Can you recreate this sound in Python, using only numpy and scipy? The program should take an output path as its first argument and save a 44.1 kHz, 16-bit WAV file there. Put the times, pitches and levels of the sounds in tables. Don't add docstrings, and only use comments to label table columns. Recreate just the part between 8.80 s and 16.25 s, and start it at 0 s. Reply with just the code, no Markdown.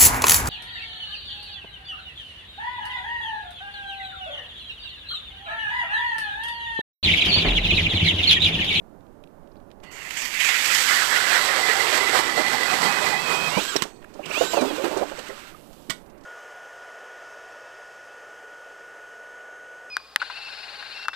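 import sys
import numpy as np
from scipy import signal
from scipy.fft import rfft, irfft, next_fast_len
from scipy.io import wavfile
from scipy.ndimage import uniform_filter1d, map_coordinates

SR = 44100
rng = np.random.default_rng(int(sys.argv[2]) if len(sys.argv) > 2 else 0)


def unload_audio(sound):
    columns = np.transpose(np.atleast_2d(sound))
    steps = np.round(np.clip(columns, -1, 1) * 32767)
    wavfile.write(sys.argv[1], SR, steps.astype(np.int16))


def attenuation_scalar(level_db):
    decades = np.asarray(level_db, float) / 20
    return 10 ** decades


N = 328584
T = np.arange(N) / SR

# f/Hz, level/dB per Hz
MURMUR_COLOUR = [(12, -4), (20, -8), (135, -15), (159, -11), (304, -9.5), (514, -16), (579, -10.5),
                 (637, -16), (700, -15.5), (1720, -31.5), (1900, -37), (2400, -43), (6000, -58),
                 (7800, -68), (13200, -120)]
# t/s, length/s, level/dB, f/Hz, width/Hz
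SKIDS = [(1.365, .06, -36, 7000, 1500), (1.63, .08, -35, 7100, 1000), (1.11, .13, -52, 7000, 1400),
         (1.03, .15, -55, 2800, 300), (1.03, .25, -61, 4450, 220), (1.4, .06, -43, 5800, 400),
         (4.24, .1, -39, 770, 45), (4.91, .08, -42, 1400, 150), (5.035, .006, -30, 4500, 3500),
         (5.08, .28, -69, 2480, 40), (5.1, .25, -68, 1880, 50), (5.225, .006, -53, 2300, 1200),
         (5.243, .006, -43, 1900, 900), (5.428, .075, -41, 2650, 500), (5.502, .014, -47, 5650, 250),
         (5.243, .005, -58, 10000, 5000), (1.55, .2, -38, 2100, 130), (1.3, .5, -53, 4450, 150),
         (1.03, .3, -52, 2000, 150), (4.962, .012, -26, 4100, 150), (4.962, .01, -27, 5500, 400),
         (5.04, .16, -65, 8050, 350), (5.04, .16, -70, 6700, 180), (5.04, .16, -70, 6000, 180),
         (5.04, .16, -68, 4400, 200), (5.155, .02, -62, 4000, 1200), (2.05, .2, -40, 2950, 90),
         (.715, .012, -72, 4700, 1200), (.765, .012, -69, 4200, 900), (.2, .03, -56, 150, 90),
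         (5.04, .065, -53, 5000, 4000), (4.9, .04, -41, 1250, 250), (6.495, .025, -44, 1950, 120),
         (6.492, .03, -45, 1300, 250), (3.95, .75, -49, 165, 25), (6.4, .88, -64, 11500, 4000)]
# t/s, peak level/dB, t60/s
TICKS = [(0.2064, -53, 0.016), (0.2658, -52, 0.012), (0.438, -35.5, 0.0084), (0.474, -43, 0.0058),
         (0.6315, -57, 0.012), (0.6734, -51, 0.015), (0.756, -49, 0.012), (0.8, -51, 0.015),
         (0.9033, -48, 0.012), (0.9138, -38, 0.012), (1.0011, -46, 0.012)]
# t/s, peak level/dB, t60/s
CLACKS = [(1.0345, -31, 0.02), (4.9611, 0, 0.016), (5.0204, 3, 0.015), (5.0334, -21, 0.012),
          (5.0544, -52, 0.03), (5.4565, -16.5, 0.021), (6.0412, -19, 0.035), (6.3884, -21.5, 0.028),
          (6.4815, -25, 0.028), (7.0963, -12, 0.055), (7.1053, -33, 0.067)]
# f/Hz, level/dB per Hz
CLACK_COLOUR = [(88, -35), (150, 0.5), (846, -11.5), (1050, -1), (1670, -9.5), (1880, 1), (2660, -10),
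                (2880, -1), (6760, -10.5), (8380, -6), (9980, -26.5), (13100, -18), (15600, -26)]
# t/s, peak level/dB, t60/s
SPITS = [(5.3368, -39.5, 0.035), (5.8087, -19.5, 0.032), (6.1694, -29, 0.071), (6.9274, -43, 0.03),
         (7.2164, -54, 0.034), (7.2594, -50, 0.03), (7.2964, -49, 0.031), (7.3761, -51, 0.03),
         (7.4061, -52, 0.04), (7.435, -45, 0.035)]

# t/s, air column f/Hz, bite centre f/Hz, blade ring level/dB, throb level/dB
DEPTH = [(1.0, 910, 2110, -23, 2), (1.7, 810, 2190, -20, -0.5), (2.2, 620, 1700, -15, 1),
         (2.8, 480, 1770, 0, 4), (3.3, 358, 1880, -7, 1.5), (3.55, 310, 1840, 6, 4.5),
         (4.0, 216, 1760, 2, -2.5), (4.19, 193, 1770, 0.5, -1), (4.23, 192, 1870, -6, -1),
         (4.32, 183, 1900, 4, 2), (4.37, 177, 1920, 13, -8), (4.45, 177, 1770, -2, -1.5),
         (4.78, 170, 1870, -8, 4)]
# t/s, cutting effort level/dB
EFFORT = [(1.02, -60), (1.04, -50), (1.105, -59), (1.115, -44.5), (1.3, -39), (1.4, -34), (1.5, -35),
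          (1.59, -31.5), (1.61, -29), (1.7, -28), (1.725, -30.5), (1.76, -29.5), (1.97, -24.5), (2.3, -27),
          (3.1, -30), (3.3, -31), (3.43, -33.5), (4.0, -30.5), (4.4, -34), (4.78, -33)]
# t/s, level/dB
GRIP = [(1.0, -2), (1.45, 1), (1.75, 2.5), (1.95, -3), (2.15, -2), (2.45, 0.5), (3.0, 0), (3.7, -0.5),
        (4.78, 0)]
# first t/s, last t/s
SINK = (1.83, 2.89)
# first t/s, period/s
HALF_TURN = (2.17, .187)
# t/s, length/s, level/dB, extra crushing level/dB
CRUNCHES = [(1.96, 0.068, -1.5, -8), (2.308, 0.05, 0.5, 1.5), (2.5, 0.028, 0, 2), (2.72, 0.043, -2.5, 1),
            (3.01, 0.022, 1.5, 1.5), (3.148, 0.029, 5, 4), (3.357, 0.042, 8.5, 10), (3.573, 0.032, 4, 7),
            (4.025, 0.033, 2.5, 5), (4.23, 0.067, 3, 2.5), (4.496, 0.054, 2, 3.5)]
# t/s, peak level/dB, jump level/dB
SNAGS = [(1.2222, -28, 1), (1.308, -22, 8.5), (1.3394, -22, 2), (1.3718, -17, 7), (1.3908, -15, 3),
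         (1.4187, -15, 8), (1.4545, -16, 8), (1.5409, -18, 4), (1.6038, -11, 4.5), (1.6467, -11, 4),
         (1.6886, -10, 4), (1.7435, -11, 4.5), (1.8572, -10, 4), (1.9156, -10, 0.5), (1.9475, -10, 5.5),
         (1.9799, -9, 0), (2.0204, -10, 2)]
# f/Hz, level/dB per Hz
CRUSH_COLOUR = [(240, -9), (400, 2), (676, 1), (782, 3), (906, 2), (975, 5.5), (1400, -0.5), (1820, -24),
                (3080, -120)]
# f/Hz, level/dB per Hz
SPRAY_COLOUR = [(1880, -13), (3200, 0), (3700, 0), (4430, 0.5), (5020, -2), (5930, -3), (6460, -7),
                (7880, 0), (9300, -14), (13500, -12), (14600, -19), (15300, -54), (15600, -35)]
# f/Hz, level/dB per Hz
SKIM_COLOUR = [(1880, -14.5), (3200, 0), (4040, -9), (4580, 1), (5330, -2.5), (7090, -0.5), (8040, -1.5),
               (9180, -13), (13000, -8.5), (15600, -20)]
# f/Hz, width/Hz, level/dB
BLADE_MODES = [(1990, 50, 7), (4540, 45, -7), (780, 45, -3), (3930, 30, -9), (3270, 40, -9),
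               (4280, 30, -10)]
# surface level/dB, gain once enclosed/dB, drift/dB per s, dB per dB of effort
BOOM, CRUSHING, BITE, CHIPS = (-46, 31, -1, -0.57), (-17.5, 11.5, 2, 0.46), (0.69, -0.48, -0.79, 1.31), (-2.5, 0.02, 0.46, 1.3)
# t/s, peak level/dB, f/Hz
CHATTER = [(1.9482, -18, 2002), (2.0231, -31, 1960), (2.0994, -19, 2070), (2.1642, -18, 1950),
           (2.2855, -29, 2090), (2.3423, -13, 1880), (2.4366, -20, 2020), (2.4885, -23, 1910),
           (2.5593, -19, 1964), (2.6885, -15.5, 1860), (2.8257, -14, 2005), (2.8991, -13, 1960),
           (2.9435, -20, 2030), (3.0018, -15, 2010), (3.0851, -21, 1950), (3.2009, -19, 2036),
           (3.2677, -13.5, 2040), (3.4777, -23, 1960), (3.5226, -21, 1970), (3.5755, -16, 2033),
           (3.6494, -22, 1990), (3.7601, -20, 2040), (3.8499, -22, 2010), (3.9377, -19, 2005),
           (4.0544, -28, 1995), (4.1243, -23, 1946), (4.251, -24, 2030), (4.3428, -17, 1997)]
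# t/s, peak level/dB, f/Hz
JAMS = [(2.677, -25, 532), (2.755, -22, 551), (2.888, -24, 436), (2.959, -26, 805), (3.05, -28, 864),
        (3.129, -19.5, 663), (3.208, -23, 401), (3.335, -22, 775), (3.578, -16.5, 605), (3.736, -21, 830),
        (3.807, -23, 498), (3.921, -19.5, 751), (4.083, -19.5, 791), (4.217, -23, 609), (4.323, -20.5, 785)]

# t/s, gear mesh f/Hz, strain level/dB
LOADED = [(3.3, 2200, -61), (3.41, 2270, -38), (3.49, 2420, -44), (3.56, 2300, -55), (3.63, 2360, -42),
          (3.75, 2560, -44), (3.82, 2450, -52), (3.92, 2550, -35), (3.98, 2420, -50), (4.05, 2410, -40),
          (4.13, 2570, -35), (4.2, 2480, -39), (4.23, 2550, -39), (4.27, 2440, -41), (4.36, 2490, -41),
          (4.405, 2620, -38), (4.47, 2540, -36), (4.55, 2480, -33), (4.6, 2530, -34), (4.685, 2530, -33)]
# t/s, gear mesh f/Hz, strain level/dB
RACING = [(4.7, 2100, -42), (4.74, 2200, -38), (4.785, 2400, -37), (4.81, 2860, -40), (4.83, 2930, -43),
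          (4.856, 3160, -37), (4.868, 3040, -45), (4.878, 3190, -39), (4.896, 3285, -35),
          (4.924, 3030, -38), (4.95, 2700, -45), (4.968, 2470, -39), (4.985, 2300, -40), (5.0, 1950, -41),
          (5.017, 1500, -45), (5.04, 907, -65)]
# t/s, gear mesh f/Hz, strain level/dB
RERUN = [(5.469, 500, -65), (5.5, 930, -43), (5.51, 1030, -36), (5.517, 1150, -29), (5.523, 1350, -40),
         (5.53, 1700, -42), (5.55, 2350, -36), (5.585, 2760, -34), (5.62, 2950, -38), (5.64, 3010, -44),
         (5.66, 3055, -38), (5.705, 3075, -37), (5.728, 3030, -38)]
# t/s, gear mesh f/Hz, strain level/dB
COASTING = [(5.746, 2830, -41), (5.775, 2680, -36), (5.795, 2450, -37), (5.82, 2330, -40),
            (5.832, 2270, -52), (5.86, 2150, -46), (5.9, 1990, -39), (5.94, 1700, -49), (5.98, 1480, -46),
            (6.02, 1330, -50), (6.05, 1250, -39), (6.1, 1110, -62)]
BRAKE = [
    (4.945,),
    (5.045,),
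]
GEARS = [.5, 1, 2, 1.275, 1.665, 2.385]
# level/dB, then its change/dB while slowing, under load, under the brake
GEAR_LEVELS = [(5, 0, -8, -4), (0, -2, -2, -11), (-6, -1, -9, -5), (-3, -5, 0, -8), (-3, 3, -3, 2),
               (-2, 0, -9, -7)]
# f/Hz, level/dB
HOUSING = [(1100, -6), (1500, -4), (2050, -2), (2500, 10), (2850, 6.5), (3060, -3), (3300, 2), (3650, 3),
           (3900, 3), (4150, -4), (4600, -3), (5100, -2), (5900, -11), (6600, -2), (7200, 4), (7800, 4)]

# t/s, stirring level/dB
STIR = [(4.76, -28), (4.86, -32.5), (4.91, -32.5), (5.01, -36.5), (5.07, -44), (5.17, -62), (5.37, -56),
        (5.45, -45), (5.52, -32), (5.64, -31), (5.81, -36.5), (6.09, -33.5), (6.22, -36.5), (6.47, -40.5),
        (6.68, -45), (6.84, -61), (7.1, -68), (7.3, -56.5), (7.45, -55.5)]
# first t/s, last t/s, level/dB
ROCKING = [
    (4.76, 5.05, -33.5),
    (5.624, 6.142, -26),
    (7.2, 7.45, -50),
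]
# f/Hz, level/dB per Hz
CHURN_COLOUR = [(470, -23.5), (800, -6), (1470, 1.5), (1810, -3), (2780, -8), (3400, -22), (4420, -21),
                (7480, -120)]
# f/Hz, level/dB per Hz
FIZZ_COLOUR = [(1760, -18), (3000, -4), (6360, -9.5), (7460, -10.5), (7670, -5.5), (9960, -22),
               (13200, -16), (14800, -28), (15600, -35.5)]
# t/s, peak level/dB, f/Hz, t60/s
GULPS = [(4.773, -12, 591, 0.054), (4.955, -12.5, 380, 0.032), (5.049, -26.5, 580, 0.036),
         (5.35, -36, 316, 0.071), (5.391, -27.5, 570, 0.058), (5.456, -37.5, 153, 0.14),
         (5.497, -24, 380, 0.038), (5.57, -19.5, 610, 0.042), (5.607, -12.5, 487, 0.077),
         (5.65, -40, 450, 0.05), (5.732, -16.5, 662, 0.08), (5.768, -13, 548, 0.1), (5.809, -18, 242, 0.21),
         (5.838, -32, 383, 0.088), (5.903, -24.5, 285, 0.11), (5.989, -24, 530, 0.059),
         (6.039, -16.5, 329, 0.13), (6.108, -26.5, 600, 0.17), (6.157, -22, 360, 0.2),
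         (6.206, -20.5, 470, 0.057), (6.219, -16, 547, 0.053), (6.311, -29.5, 544, 0.095),
         (6.382, -35.5, 491, 0.13), (6.43, -41, 565, 0.14), (6.489, -31.5, 381, 0.12)]
# t/s, peak level/dB, f/Hz, t60/s
COLUMN_GULPS = [(4.767, -15, 188, 0.079), (4.77, -14.5, 967, 0.042), (5.82, -25, 246, 0.14),
                (5.919, -27.5, 283, 0.23), (5.98, -21, 503, 0.18), (6.249, -35.5, 273, 0.32),
                (7.088, -30, 300, 0.041)]
# t/s, peak level/dB, f/Hz, t60/s
DRIP = [(6.7454, -31, 1220, 0.027)]
# t/s, level/dB
SET_DOWN = (7.097, -36)
# f/Hz, level/dB, t60/s
SHAFT_MODES = [(655, -7, .2), (1460, -1, .2), (1950, -5, .22), (2240, 0, .17), (3370, -6, .16),
               (3700, -5, .18)]

# f/Hz, level/dB
LEAK = [(30, -24), (110, -29), (380, -35.5), (1290, -43), (4400, -51), (15000, -58)]
# f/Hz, level/dB per Hz
FLICKER_COLOUR = [(12, -3), (40, 0), (90, -11), (200, -30), (400, -120)]


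def unit(x):
    return x / np.sqrt(np.mean(x ** 2) + 1e-20)


def along(points, hz):
    f, v = np.transpose(points)
    return np.interp(np.log(hz + 1), np.log(f + 1), v)


def curves(rows, t=T):
    s, *columns = np.transpose(rows)
    return [np.interp(t, s, column) for column in columns]


def inside(rows):
    return np.clip(np.minimum(T - rows[0][0], rows[-1][0] - T) / 0.018, 0, 1)


def wobble(rate):
    knots = rng.standard_normal(int(N * rate / SR) + 4)
    return map_coordinates(knots, [np.arange(N) * rate / SR])


def filtered(x, response):
    m = next_fast_len(N + SR // 2)
    return irfft(rfft(x, m) * response(np.fft.rfftfreq(m, 1 / SR)), m)[..., :N]


def coloured(x, spectrum):
    return unit(filtered(x, lambda hz: attenuation_scalar(along(spectrum, hz))))


def moving_peak(x, column, q, skirt, patchy_db):
    hz, t, z = signal.stft(x, SR, nperseg=1024)
    u = (hz[:, None] + 1) / curves(DEPTH, t)[column]
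    gain = np.abs(u / q / (1 - u * u + 1j * u / q)) ** skirt
    gain = gain / np.sqrt(np.mean(gain ** 2, 0))
    clumps = uniform_filter1d(rng.standard_normal(z.shape), size=6, axis=0)
    clumps = unit(uniform_filter1d(clumps, size=4, axis=1))
    return signal.istft(z * attenuation_scalar(patchy_db * clumps) * gain, SR, nperseg=1024)[1][:N]


def grit(rate, spread_db, smooth):
    size_db = spread_db * np.minimum(rng.exponential(size=N), 3)
    cracks = (rng.random(N) < rate / SR) * attenuation_scalar(size_db) * rng.standard_normal(N)
    return unit(unit(cracks) + smooth * rng.standard_normal(N))


def lake():
    swell_db = 0.5 * wobble(3) + 0.5 * wobble(20)
    return attenuation_scalar(-51 + swell_db) * coloured(rng.standard_normal(N), MURMUR_COLOUR)


def skids():
    out, t = np.zeros(N + 2 * SR), np.arange(SR + SR // 4) / SR
    f = np.fft.rfftfreq(len(t), 1 / SR)
    for s, long, db, hz, width in SKIDS:
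        band = np.exp(-((f - hz) / width) ** 2)
        hiss = unit(irfft(rfft(rng.standard_normal(len(t))) * band, len(t)))
        swell = (1 - np.exp(-t / (0.08 * long))) * np.exp(-(t / long) ** 4)
        out[round(s * SR):][:len(t)] += attenuation_scalar(db) * swell * hiss
    return out[:N]


def contacts(table, colour, tail_db, attack):
    out, t = np.zeros(N + SR), np.arange(SR // 4) / SR
    for s, db, *_, t60 in table:
        fall = attenuation_scalar(-60 * t / t60) + attenuation_scalar(tail_db - 60 * t / (4.4 * t60))
        out[round(s * SR):][:len(t)] += attenuation_scalar(db - 6.5) * fall * (1 - np.exp(-t / attack)) ** 2
    return out[:N] * coloured(rng.standard_normal(N), colour)


def blade_response(f):
    return sum(attenuation_scalar(db) * 1j * f * w / (c * c - f * f + 1j * f * w) for c, w, db in BLADE_MODES)


def blades():
    effort_db, = curves(EFFORT)
    _, _, ring_db, throb_db = curves(DEPTH)
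    sunk = np.clip((T - SINK[0]) / (SINK[1] - SINK[0]), 0, 1)
    full_db = -30

    def layer_db(db, gain, drift, follow):
        return full_db + follow * (effort_db - full_db) + db + gain * sunk + drift * (T - SINK[1])

    hard_db, coarse_db = sum(np.outer(db, np.exp(-((T - s - long / 2) / long) ** 4)) for s, long, *db in CRUNCHES)
    snag_s = 0.0086
    for s, _, jump in SNAGS:
        hard_db = hard_db + jump * np.exp(-np.abs(T - s) / np.where(T > s, snag_s, snag_s / 5))

    chips = grit(rate=2500, spread_db=3.0, smooth=1.67) * attenuation_scalar(1.03 * wobble(24.87))
    ring = unit(filtered(chips, blade_response)) * attenuation_scalar(ring_db + 2.5 * wobble(35) - 1)
    throb = attenuation_scalar(throb_db * np.cos(2 * np.pi * (T - HALF_TURN[0]) / HALF_TURN[1]))
    bite = unit(moving_peak(chips, column=1, q=1.78, skirt=1.74, patchy_db=2.3)) * throb
    bite = bite + 0.7 * ring * np.sqrt(throb)
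    air_column = moving_peak(chips, column=0, q=4.5, skirt=1.2, patchy_db=3.2)
    boom = coloured(air_column, [(30, -50), (90, 2), (150, 21)])
    deep = np.clip((T - 1.7) / 0.74, 0, 1)
    spray = np.sqrt(deep) * coloured(chips, SPRAY_COLOUR)
    spray = spray + np.sqrt(1 - deep) * coloured(chips[::-1], SKIM_COLOUR)

    low = attenuation_scalar(layer_db(*BOOM) - 0.18 * coarse_db) * boom
    low = low + attenuation_scalar(layer_db(*CRUSHING)) * coloured(chips, CRUSH_COLOUR)
    high = attenuation_scalar(layer_db(*BITE) + curves(GRIP)[0]) * bite + attenuation_scalar(layer_db(*CHIPS)) * spray
    cut = inside(EFFORT) * (attenuation_scalar(coarse_db) * low + attenuation_scalar(hard_db) * high)
    return filtered(cut, lambda hz: hz ** 2 / (hz ** 2 + 69 ** 2))


def chatter(table, long, rise, db_under, shake):
    out, t = np.zeros(N + SR), np.arange(SR // 6) / SR
    shaken = 1 + shake * wobble(250)
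    for s, db, hz in table:
        at = round((s - 0.004) * SR)
        pitch = hz * (1 + rise * (t - long / 2)) * shaken[at:at + len(t)]
        swell = (1 - np.exp(-t / 0.0026)) * np.exp(-(t / long) ** 2)
        out[at:at + len(t)] += attenuation_scalar(db + db_under) * swell * np.sin(2 * np.pi * np.cumsum(pitch) / SR)
    return out[:N] * attenuation_scalar(2.2 * wobble(120))


def motor():
    whine = 0
    loaded, braked = inside(LOADED), inside(BRAKE)
    for run in (LOADED + RACING, RERUN + COASTING):
        mesh_hz, strain_db = curves(run)
        slowing = -uniform_filter1d(np.gradient(mesh_hz), size=800) * SR / 5000
        slowing = np.clip(slowing, -1, 1)
        mesh_hz = mesh_hz * (1 + 0.004 * wobble(45) + 0.004 * wobble(300) * (1 + 1.6 * loaded))
        for multiple, (db, slowing_db, load_db, brake_db) in zip(GEARS, GEAR_LEVELS):
            tremble_db = 1.6 * wobble(50) - 2.5 + load_db * loaded + brake_db * braked
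            housing_db = along(HOUSING, multiple * mesh_hz)
            gain = attenuation_scalar(strain_db + db + slowing_db * slowing + housing_db + tremble_db)
            whine = whine + inside(run) * gain * np.sin(2 * np.pi * multiple * np.cumsum(mesh_hz) / SR)
    return whine


def water():
    stir_db, = curves(STIR)
    speed_khz = curves(RACING + RERUN + COASTING)[0] / 1000
    thrown_db = stir_db - 13.5 + 3.5 * speed_khz
    fizz_db = np.where(T > 6.3, np.maximum(thrown_db, -62), thrown_db)
    fizz_db = fizz_db - 90 * np.maximum(T - 7.05, 0)
    rocking = 0
    for first, last, db in ROCKING:
        rise_db, fall_db = 53 * np.maximum(first - T, 0), 140 * np.maximum(T - last, 0)
        rocking = rocking + attenuation_scalar(db - rise_db - fall_db)
    splash = grit(rate=2500, spread_db=2.6, smooth=1.6) * attenuation_scalar(1.3 * wobble(30))
    slosh = coloured(splash, [(100, -25), (230, -1.0), (400, 10.5), (700, -8.0), (1100, -5), (1500, -29.5)])
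    slosh = slosh * attenuation_scalar(0.46 * wobble(27))
    churn = attenuation_scalar(stir_db - 7.0) * coloured(splash, CHURN_COLOUR)
    fizz = attenuation_scalar(fizz_db) * coloured(splash, FIZZ_COLOUR)
    return inside(STIR) * (attenuation_scalar(-13.0) * rocking * slosh + churn + fizz)


def gulps():
    out, t = np.zeros(N + SR), np.arange(SR // 3) / SR
    cluster = [(1, 0.5), (1.3, -9.0), (1.5, -4.5), (1.3, -20.0)]
    for table, sizes in [(GULPS, cluster), (DRIP + COLUMN_GULPS, [(1, 0.67)])]:
        for s, db, hz, t60 in table:
            kin = rng.standard_normal((4, 3))
            for (ratio, low_db), (a, b, c) in zip(sizes, kin):
                companion = ratio != 1
                late = np.maximum(t - 0.0077 * abs(a) * companion, 0)
                pitch = hz * ratio * (1 + 0.0654 * b * companion) * (1 + 2.32 * late)
                swell = (1 - np.exp(-late / 0.0019)) * attenuation_scalar(-60 * (late / t60) ** 1.3)
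                tone = swell * np.sin(2 * np.pi * np.cumsum(pitch) / SR)
                out[round(s * SR):][:len(t)] += attenuation_scalar(db + low_db + 1.5 * c - 4.5) * tone
    return out[:N]


def shaft():
    start, level_db = SET_DOWN
    t = np.maximum(T - start, 0)
    return sum(attenuation_scalar(level_db + db - 60 * t / t60) * np.sin(2 * np.pi * hz * t) for hz, db, t60 in SHAFT_MODES)


def scene():
    tick_colour = [(1000, -40), (1900, 18), (3500, 18), (6000, 6.0), (15000, -10)]
    spit_colour = [(2500, 1), (5000, 3.0), (8000, 1.0), (14000, -21.0)]
    slap_colour = [(150, -22.0), (300, 0.0), (600, 0.0), (1100, -10.0), (1700, -19.0), (3000, -44)]
    heard = lake() + skids()
    heard += contacts(TICKS, tick_colour, tail_db=-18.0, attack=0.00062)
    heard += blades()
    heard += contacts(CLACKS, CLACK_COLOUR, tail_db=-20, attack=0.0022)
    heard += chatter(CHATTER, long=0.034, rise=0.6, db_under=-7.5, shake=0.011)
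    heard += chatter(JAMS, long=0.037, rise=0.6, db_under=-6, shake=0.067)
    heard += motor() + water() + gulps()
    heard += attenuation_scalar(3.5) * contacts(GULPS, slap_colour, tail_db=-22.0, attack=0.0033)
    heard += contacts(SPITS, spit_colour, tail_db=-11.0, attack=0.0022)
    heard += shaft()
    return np.array([0 * heard, attenuation_scalar(6) * heard])


def band_limit(x):
    return signal.sosfilt(signal.butter(12, 16370, fs=SR, output="sos"), x)


def record(dry):
    right = dry[1] / (1 + np.abs(dry[1] / 0.85) ** 4) ** (1 / 4)
    leak = filtered(right, lambda hz: -1j * attenuation_scalar(along(LEAK, hz)))
    leak = leak + attenuation_scalar(-85) * coloured(rng.standard_normal(N), FLICKER_COLOUR)
    hiss = attenuation_scalar([[-71], [-71.5]]) * rng.standard_normal((2, N))
    both = np.array([leak, right]) + hiss
    mix = filtered(both, lambda hz: hz < 15300)
    return band_limit(mix)


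dry = scene()
out = record(dry)
unload_audio(out)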